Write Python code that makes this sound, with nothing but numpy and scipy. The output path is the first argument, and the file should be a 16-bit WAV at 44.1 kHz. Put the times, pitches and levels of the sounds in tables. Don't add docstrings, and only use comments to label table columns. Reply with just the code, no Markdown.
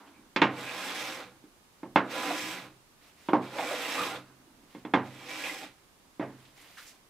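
import sys
import numpy as np
from scipy import signal
from scipy.io import wavfile

SR = 44100
rng = np.random.default_rng(int(sys.argv[2]) if len(sys.argv) > 2 else 0)


def voltage_ratio(level):
    return 10 ** (np.asarray(level, float) / 20)


def file_out(sig):
    cols = np.atleast_2d(sig).T
    lim = np.clip(cols, -1, 1)
    pcm = np.round(lim * 32767).astype(np.int16)
    wavfile.write(sys.argv[1], SR, pcm)


N = 312669

# (frequency [Hz], level [dB per Hz])
HUSH = [(12, -30), (20, 3), (42, -3.5), (70, -3), (260, -1.5), (522, -6.5), (794, -9), (1020, -1.5),
        (1110, -8), (1510, -12), (10000, -19.5), (13600, -23.5), (15700, -26)]
# (frequency [Hz], likeness [0-1])
HUSH_LIKENESS = [(60, 0.57), (240, 0.62), (950, 0.24), (3770, 0.14), (15000, 0.21)]
# (frequency [Hz], likeness [0-1])
RUB_LIKENESS = [(60, 0.7), (130, 0.93), (290, 0.93), (640, 0.95), (1410, 0.83), (3100, 0.4), (6820, 0.3),
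                (15000, 0.18)]
# (frequency [Hz], likeness [0-1])
BLOW_LIKENESS = [(60, 0.95), (180, 0.96), (550, 0.94), (1650, 0.86), (4970, 0.65), (15000, 0.3)]
# (frequency [Hz], left minus right [dB])
LEAN = [(60, -5), (240, -2), (950, -2.5), (3770, -4), (15000, 1)]
EDGES_HZ = 20 * 2 ** np.arange(0, 9.8, .4)
RANGE_EDGES_HZ = [450, 1500, 4500]
# (time [s], length [s], level [dB], brightness [dB per range])
RUSTLES = [(0.0, 0.013, -63, -5), (.08, 0.18, -71, -9), (1.37, .02, -74, 0), (1.434, 0.033, -77.5, -11.5),
           (1.776, 0.016, -72.5, -1), (3.027, .06, -64, 3.5), (3.199, 0.12, -64.5, 5.5),
           (4.373, 0.04, -76.5, -10.5), (4.477, 0.038, -76, -12), (4.6, .05, -77.5, -13.5),
           (4.708, 0.09, -66.5, 3), (6.065, .01, -78.5, -6), (6.29, 0.061, -66.5, -5),
           (6.4, 0.088, -67.5, 4), (6.577, 0.14, -60.5, 4.5), (6.782, 0.11, -61, 8), (6.93, 0.025, -74, -4)]
RUSTLE_DB = [-4.5, -1, -0.5, -10]
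# (frequency [Hz], level [dB per Hz])
CLOTH = [(41, -72.5), (70, -22), (141, -11), (272, 5), (349, 12), (391, -25), (419, -2.5), (1740, -4),
         (15700, -20)]
# (time [s], level [dB rms], pitch [Hz], t60 [s])
SCUFFS = [
    (0.0, -54.5, 800, 0.41),
    (.06, -60.5, 2300, 0.16),
    (6.2, -36.5, 594, 0.24),
    (6.45, -56, 2560, 0.064),
    (6.61, -57, 7900, .08),
    (6.768, -45, 1460, 0.18),
    (6.775, -53, 3600, 0.17),
    (6.86, -51.5, 5470, 0.21),
]
# (time [s], level [dB rms], pitch [Hz], t60 [s])
SQUEALS = [(.135, -58, 2300, .18), (.66, -38.5, 2526, 0.24), (1.06, -56, 12500, .12),
           (1.07, -44, 5280, 0.11), (2.24, -30.5, 301.5, 0.47), (3.8, -40, 2700, 0.65),
           (.88, -43, 3350, 0.33), (3.975, -28.5, 1200, 0.11), (4.0, -28, 1230, 0.13),
           (4.15, -43.5, 3450, 0.1), (4.76, -61, 258, .4), (5.43, -34.5, 2446, 0.19),
           (5.49, -35, 2040, 0.098)]
# (time [s], level near 350 Hz [dB], and
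# against it: boom of the bench [dB], slap of the sole [dB], hardness of the edge [dB])
LANDINGS = [(0.361, -26.5, -11, -1.5, 1.5), (0.4175, -20, -8.5, 4, 1.5), (1.439, -50, -34, -32.5, -16),
            (1.8311, -36.5, -10, -7, -21), (1.9592, -20, -15.5, 2, -5.5), (3.2866, -29, -10.5, -2, -15.5),
            (3.3326, -19.5, -14.5, 2, -23), (3.5845, -44, -23, 8, 4.5), (4.749, -41.5, -6.5, -8.5, -12),
            (4.8499, -37.5, -10, -4.5, -11.5), (4.9371, -22.5, -5.5, 5.5, -4.5),
            (6.196, -32, -3.5, -7.5, -18.5), (6.225, -39.5, -17.5, -3, -26)]
LANDING_HZ = [130, 350, 1000, 2800]
# (delay [s], level [dB])
ECHOES = [(.004, -3), (.011, -9), (.022, -7), (.036, -14)]
# (frequency [Hz], t60 [s], level [dB])
WASH = [(110, 0.39, -18.5), (149, 0.45, -23), (247, .25, -0.5), (384.3, 0.25, -13), (716, 0.27, -13),
        (986, 0.18, -7), (2020, 0.2, -9), (3894, 0.1, -7.5), (8940, 0.054, -18.5)]
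# (frequency [Hz], level [dB], t60 [s])
CRACK = [(320, -7, .05), (900, -4, .035), (1600, -5, .022), (2400, -5, .018), (3500, -11, .014),
         (5500, -14, .01), (8500, -14, .008)]
# (frequency [Hz], level [dB], t60 [s])
SLAB = [(188.3, 3.5, 0.26), (244.4, 4.5, 0.099), (302.4, 10.5, 0.12), (360.6, -4, 0.36), (446.4, -9, 0.24),
        (535, -1.5, 0.2), (627, -1.5, 0.11), (753, -36, 0.067), (800, 7.5, 0.054), (880, 4.5, 0.11),
        (961, 6.5, 0.042), (954, 2, 0.15), (1058, -0.5, 0.22), (1200, -3, 0.073), (1320, -3.5, 0.05),
        (1603, 1, 0.039), (1695, -24.5, 0.2), (1853, 1, 0.085), (2130, 2.5, 0.12), (2200, 6.5, 0.04),
        (2570, -9.5, 0.069), (2670, 2, 0.076), (3100, -9, 0.083), (3200, -1, 0.13), (3450, 8, .06),
        (3940, -34, .06), (4100, 1.5, 0.04), (5100, -21.5, .05)]
# (frequency [Hz], level [dB], t60 [s])
BENCH = [(104, -11, .7), (130, -2, .9)]
# (time [s],
# level [dB # rms], pitch [Hz], t60 [s])
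SNAGS = [(.361, -41.5, 4600, .07), (1.96, -27.5, 1470, 0.18), (3.287, -50, 2900, 0.13),
         (2.302, -35, 687, 0.15), (3.548, -40.5, 530, 0.34), (3.59, -31, 725, 0.081),
         (3.607, -35, 2300, .037), (3.61, -38.5, 700, 0.31), (3.709, -31, 570, 0.14),
         (4.065, -37.5, 327, 0.087), (5.209, -50, 890, .053), (6.2, -47.5, 1790, 0.31),
         (6.226, -57, 1730, 0.14)]
# (time [s], speed of the iron as its hiss [dB], weight on the sole as its drone [dB])
STROKES = [
    [(0.52, -68, -55), (0.586, -55.5, -45), (0.854, -47.5, -41.5), (0.94, -48.5, -40.5), (0.952, -45, -43),
     (1.01, -44.5, -41), (1.15, -51, -45), (1.212, -57.5, -44), (1.36, -89, -70)],
    [(2.06, -88.5, -46), (2.11, -51, -45.5), (2.158, -47.5, -38.5), (2.316, -46, -36.5),
     (2.414, -44.5, -45.5), (2.538, -48.5, -43), (2.666, -63.5, -53.5), (2.678, -75, -56), (2.8, -95, -82)],
    [(3.43, -63, -50.5), (3.502, -63, -51.5), (3.596, -50.5, -40), (3.944, -44, -39.5),
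     (4.01, -46.5, -34.5), (4.038, -43, -36), (4.17, -59.5, -42.5), (4.25, -85.5, -61.5),
     (4.34, -97, -63.5)],
    [(5.06, -61, -57.5), (5.102, -64.5, -62.5), (5.276, -57.5, -50.5), (5.298, -50.5, -46.5),
     (5.492, -46, -44), (5.59, -53, -51.5), (5.65, -56.5, -48.5), (5.768, -87, -79), (5.8, -81.5, -81)],
]
CUT_DB = [-47.5, -39, -38.5, -46]
FROM_SPEED = [0.018, .02, 0.59, 1]
FROM_WEIGHT = [.6, 1, 0.32, .02]
# (frequency [Hz], level [dB per Hz])
CUT = [(41, -63), (70, -65), (121, -26), (222, -22.5), (285, 5.5), (428, -6.5), (525, 0.5), (721, -0.5),
       (807, -3.5), (925, -7.5), (1190, -1), (1490, -3), (3290, -10), (12200, -33.5), (15700, -48.5)]
# (frequency [Hz], width [Hz], level [dB])
IRON = [(250, 24, -43), (130.2, 6.8, -26.5), (183.4, 4.4, -12.5), (313.7, 9.8, -2), (495.5, 10, -3),
        (530, 3.8, -5.5), (568, 4.3, -13), (774.7, 30, -2), (843.4, 37, -4.5), (1003, 4.3, -6.5),
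        (1057, 13, -11), (1140, 24, -48), (1216, 14, -15.5), (1393, 20, -5.5), (1678, 10, -11),
        (2110, 28, -26), (2300, 22, -8), (2460, 50, -10.5), (2700, 25, -53), (3235, 30, -18),
        (5340, 300, -16.5), (7380, 1100, -13.5), (10040, 75, -32.5), (12500, 950, -24)]
# (time [s], peak level [dB])
SHUDDERS = [
    (1.003, -57),
    (1.251, -60),
    (2.419, -51.5),
    (2.618, -54),
    (4.001, -47.5),
    (4.149, -50.5),
    (5.622, -64),
]
# (frequency [Hz], level [dB], t60 [s])
APRON = [(192, 3, .4)]


def rms_one(x):
    return x / np.sqrt(np.mean(x ** 2) + 1e-30)


def at_hz(points, hz):
    table = np.array(points)
    return np.interp(np.log(hz), np.log(table[:, 0]), table[:, 1])


def filtered(x, order, hz, kind):
    return signal.sosfilt(signal.butter(order, hz, kind, fs=SR, output="sos"), x)


def leaning(x, hz):
    return x * voltage_ratio(at_hz(LEAN, hz) / 2 * np.array([[1], [-1]]))


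def spread(pair, likeness, hz):
    alike = np.sqrt(np.clip((at_hz(likeness, hz) - .2) / .76, 0, 1))
    shared = np.sqrt(1 + alike) * pair[0]
    unshared = np.sqrt(1 - alike) * pair[1] * [[1], [-1]]
    return leaning(shared + unshared, hz) / np.sqrt(1 + alike)


def bands(source, gain, likeness, first=0):
    for k, (low, high) in enumerate(zip(EDGES_HZ[first:], EDGES_HZ[first + 1:])):
        hz = np.sqrt(low * high)
        band = filtered(source[k % 2] * gain(hz), 2, [low, high], "band")
        yield hz, spread(band, likeness, hz)


def hush():
    noise = rng.standard_normal((2, 2, N))
    tone = sum(band for hz, band in bands(noise, lambda hz: voltage_ratio(at_hz(HUSH, hz)), HUSH_LIKENESS))
    return voltage_ratio(-63 + 1.5) * rms_one(tone)


def drift(rate):
    r = np.exp(-80 * np.pi * rate / SR)
    slow = signal.lfilter([1], [1, -2 * r, r * r], rng.standard_normal(N // 40 + 2002))[2000:]
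    return np.interp(np.arange(N) / 40, np.arange(len(slow)), rms_one(slow))


def grains(per_s, spread_db):
    shape = (2, 2, N)
    sizes = voltage_ratio(spread_db * np.minimum(rng.exponential(1, shape), 5))
    sizes = sizes * rng.choice([-1, 1], shape)
    return rms_one(sizes * (rng.random(shape) < per_s / SR) + 1e-9)


def resonance(x, hz, width_hz):
    r = np.exp(-np.pi * width_hz / SR)
    poles = [1, -2 * r * np.cos(2 * np.pi * hz / SR), r * r]
    return signal.lfilter(np.array([1, 0, -1]) * (1 - r * r) / 2, poles, x)


def friction(levels, spectrum, source, patchy_db, peaks=(), flutter_db=0):
    ranges, together = np.zeros((4, 2, N)), drift(9.3)

    def patch(hz):
        return voltage_ratio(at_hz(spectrum, hz) + patchy_db * (0.3 * together + drift(24)))

    for hz, band in bands(source, patch, RUB_LIKENESS, first=6):
        ranges[np.searchsorted(RANGE_EDGES_HZ, hz)] += band
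    for hz, width_hz, db in peaks:
        rung = rms_one(resonance(source[0] * voltage_ratio(flutter_db * drift(9)), hz, width_hz))
        ranges[np.searchsorted(RANGE_EDGES_HZ, hz)] += spread(rung, RUB_LIKENESS, hz) * voltage_ratio(db - 18)
    return sum(rms_one(part) * level for part, level in zip(ranges, levels))


def stirring():
    rise_db_per_s, fall_db_per_s = 350, 197.5
    t, out = np.arange(N) / SR, 0
    for s, length, db, bright_db in RUSTLES:
        before, after = np.maximum(s - t, 0), np.maximum(t - s - length, 0)
        shape = voltage_ratio(db - rise_db_per_s * before - fall_db_per_s * after)
        tilt = voltage_ratio(RUSTLE_DB + bright_db * (np.arange(4) - 1.5))
        out = out + np.outer(tilt, shape)
    return out


def rustles():
    return friction(stirring(), CLOTH, grains(8200, 2.7), patchy_db=1.2)


def catches(rows, width, rise):
    out, t = np.zeros((2, N + SR)), np.arange(SR // 2) / SR
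    for s, db, hz, t60 in rows:
        envelope = (1 - np.exp(-t / (rise * t60))) * voltage_ratio(-60 * t / t60)
        puff = rng.standard_normal((2, len(t))) * envelope
        rung = resonance(resonance(puff, hz, width * hz), hz, 2 * width * hz)
        rung = rung * np.sqrt(SR / np.pi / width / hz)
        out[:, round(s * SR):][:, :len(t)] += spread(rung, RUB_LIKENESS, hz) * voltage_ratio(db + 6.5)
    return out[:, :N]


def scuffs():
    return catches(SCUFFS, width=.65, rise=.07)


def squeals():
    return catches(SQUEALS, width=.11, rise=.1)


def ring(clicks, hz, t60):
    r, w = voltage_ratio(-60 / (t60 * SR)), 2 * np.pi * hz / SR
    return leaning(signal.lfilter([0, np.sin(w)], [1, -2 * r * np.cos(w), r * r], clicks), hz)


def blows(hz, scatter_db=0):
    rows, clicks = np.array(LANDINGS), np.full(N, 1e-18)
    colour = np.array([np.interp(np.log(hz), np.log(LANDING_HZ), [boom_db, 0, slap_db, edge_db])
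                       for s, db, boom_db, slap_db, edge_db in rows])
    colour = colour - 17 * max(0, np.log2(hz / LANDING_HZ[-1]))
    colour = colour + 12 * min(0, np.log2(hz / 100))
    chance = rng.standard_normal((len(rows), 2))
    way = np.sign(chance[:, 1]) if scatter_db and hz > 420 else 1
    clicks[(rows[:, 0] * SR).astype(int)] = way * voltage_ratio(rows[:, 1] + colour + scatter_db * chance[:, 0])
    return clicks


def echoed(clicks):
    return clicks + sum(voltage_ratio(db) * np.roll(clicks, int(late * SR)) for late, db in ECHOES)


def dying(clicks, t60):
    return signal.lfilter([1], [1, -voltage_ratio(-60 / (t60 * SR))], clicks)


def blow_wash():
    wash = np.array(WASH)

    def envelope(hz):
        clicks, t60 = blows(hz) * np.sqrt(SR / hz), at_hz(wash, hz)
        tail = voltage_ratio(-14) * dying(clicks, 2.55 * t60)
        return voltage_ratio(at_hz(wash[:, ::2], hz)) * (dying(clicks, t60) + tail)

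    noise = rng.standard_normal((2, 2, N))
    return sum(band for hz, band in bands(noise, envelope, BLOW_LIKENESS, first=6))


def landings():
    out = blow_wash()
    out += sum(ring(echoed(blows(hz)), hz, t60) * voltage_ratio(db + 2.5) for hz, db, t60 in CRACK)
    out += sum(ring(blows(hz, scatter_db=2.2), hz, t60) * voltage_ratio(db - 8) for hz, db, t60 in SLAB)
    out = filtered(out, 2, 140, "high")
    out += sum(ring(blows(hz), hz, t60) * voltage_ratio(db - 8) for hz, db, t60 in BENCH)
    return filtered(out, 3, 7200, "low")


def snags():
    return catches(SNAGS, width=.28, rise=.015)


def in_time(spans):
    t, (s, *columns) = np.arange(N) / SR, np.transpose(np.concatenate(spans))
    away = np.min([np.maximum(rows[0][0] - t, t - rows[-1][0]) for rows in spans], axis=0)
    return [np.interp(t, s, c) for c in columns], np.clip(1 - away / .03, 0, 1)


def effort():
    (speed_db, weight_db), touching = in_time(STROKES)
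    speed_swing, weight_swing = speed_db + 47, weight_db + 40
    return [touching * voltage_ratio(db + a * speed_swing + b * weight_swing)
            for db, a, b in zip(CUT_DB, FROM_SPEED, FROM_WEIGHT)]


def planing():
    return friction(effort(), CUT, grains(4000, 2.2), patchy_db=.8, peaks=IRON, flutter_db=2.6)


def shudders():
    clicks = np.full(N, 1e-18)
    for s, db in SHUDDERS:
        clicks[round(s * SR)] = voltage_ratio(db)
    soft = filtered(clicks, 2, 200, "low")
    return sum(ring(soft, hz, t60) * voltage_ratio(db) for hz, db, t60 in BENCH + APRON)


def scene():
    work = rustles() + scuffs() + squeals() + landings() + snags() + planing() + shudders()
    return filtered(work, 6, 92, "high") + hush()


def roll_off(x):
    return signal.sosfilt(signal.butter(12, 15830, fs=SR, output="sos"), x)


def record(dry):
    mix = signal.sosfilt(signal.cheby2(16, 60, 16200, fs=SR, output="sos"), dry)
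    return roll_off(mix)


dry = scene()
out = record(dry)
file_out(out)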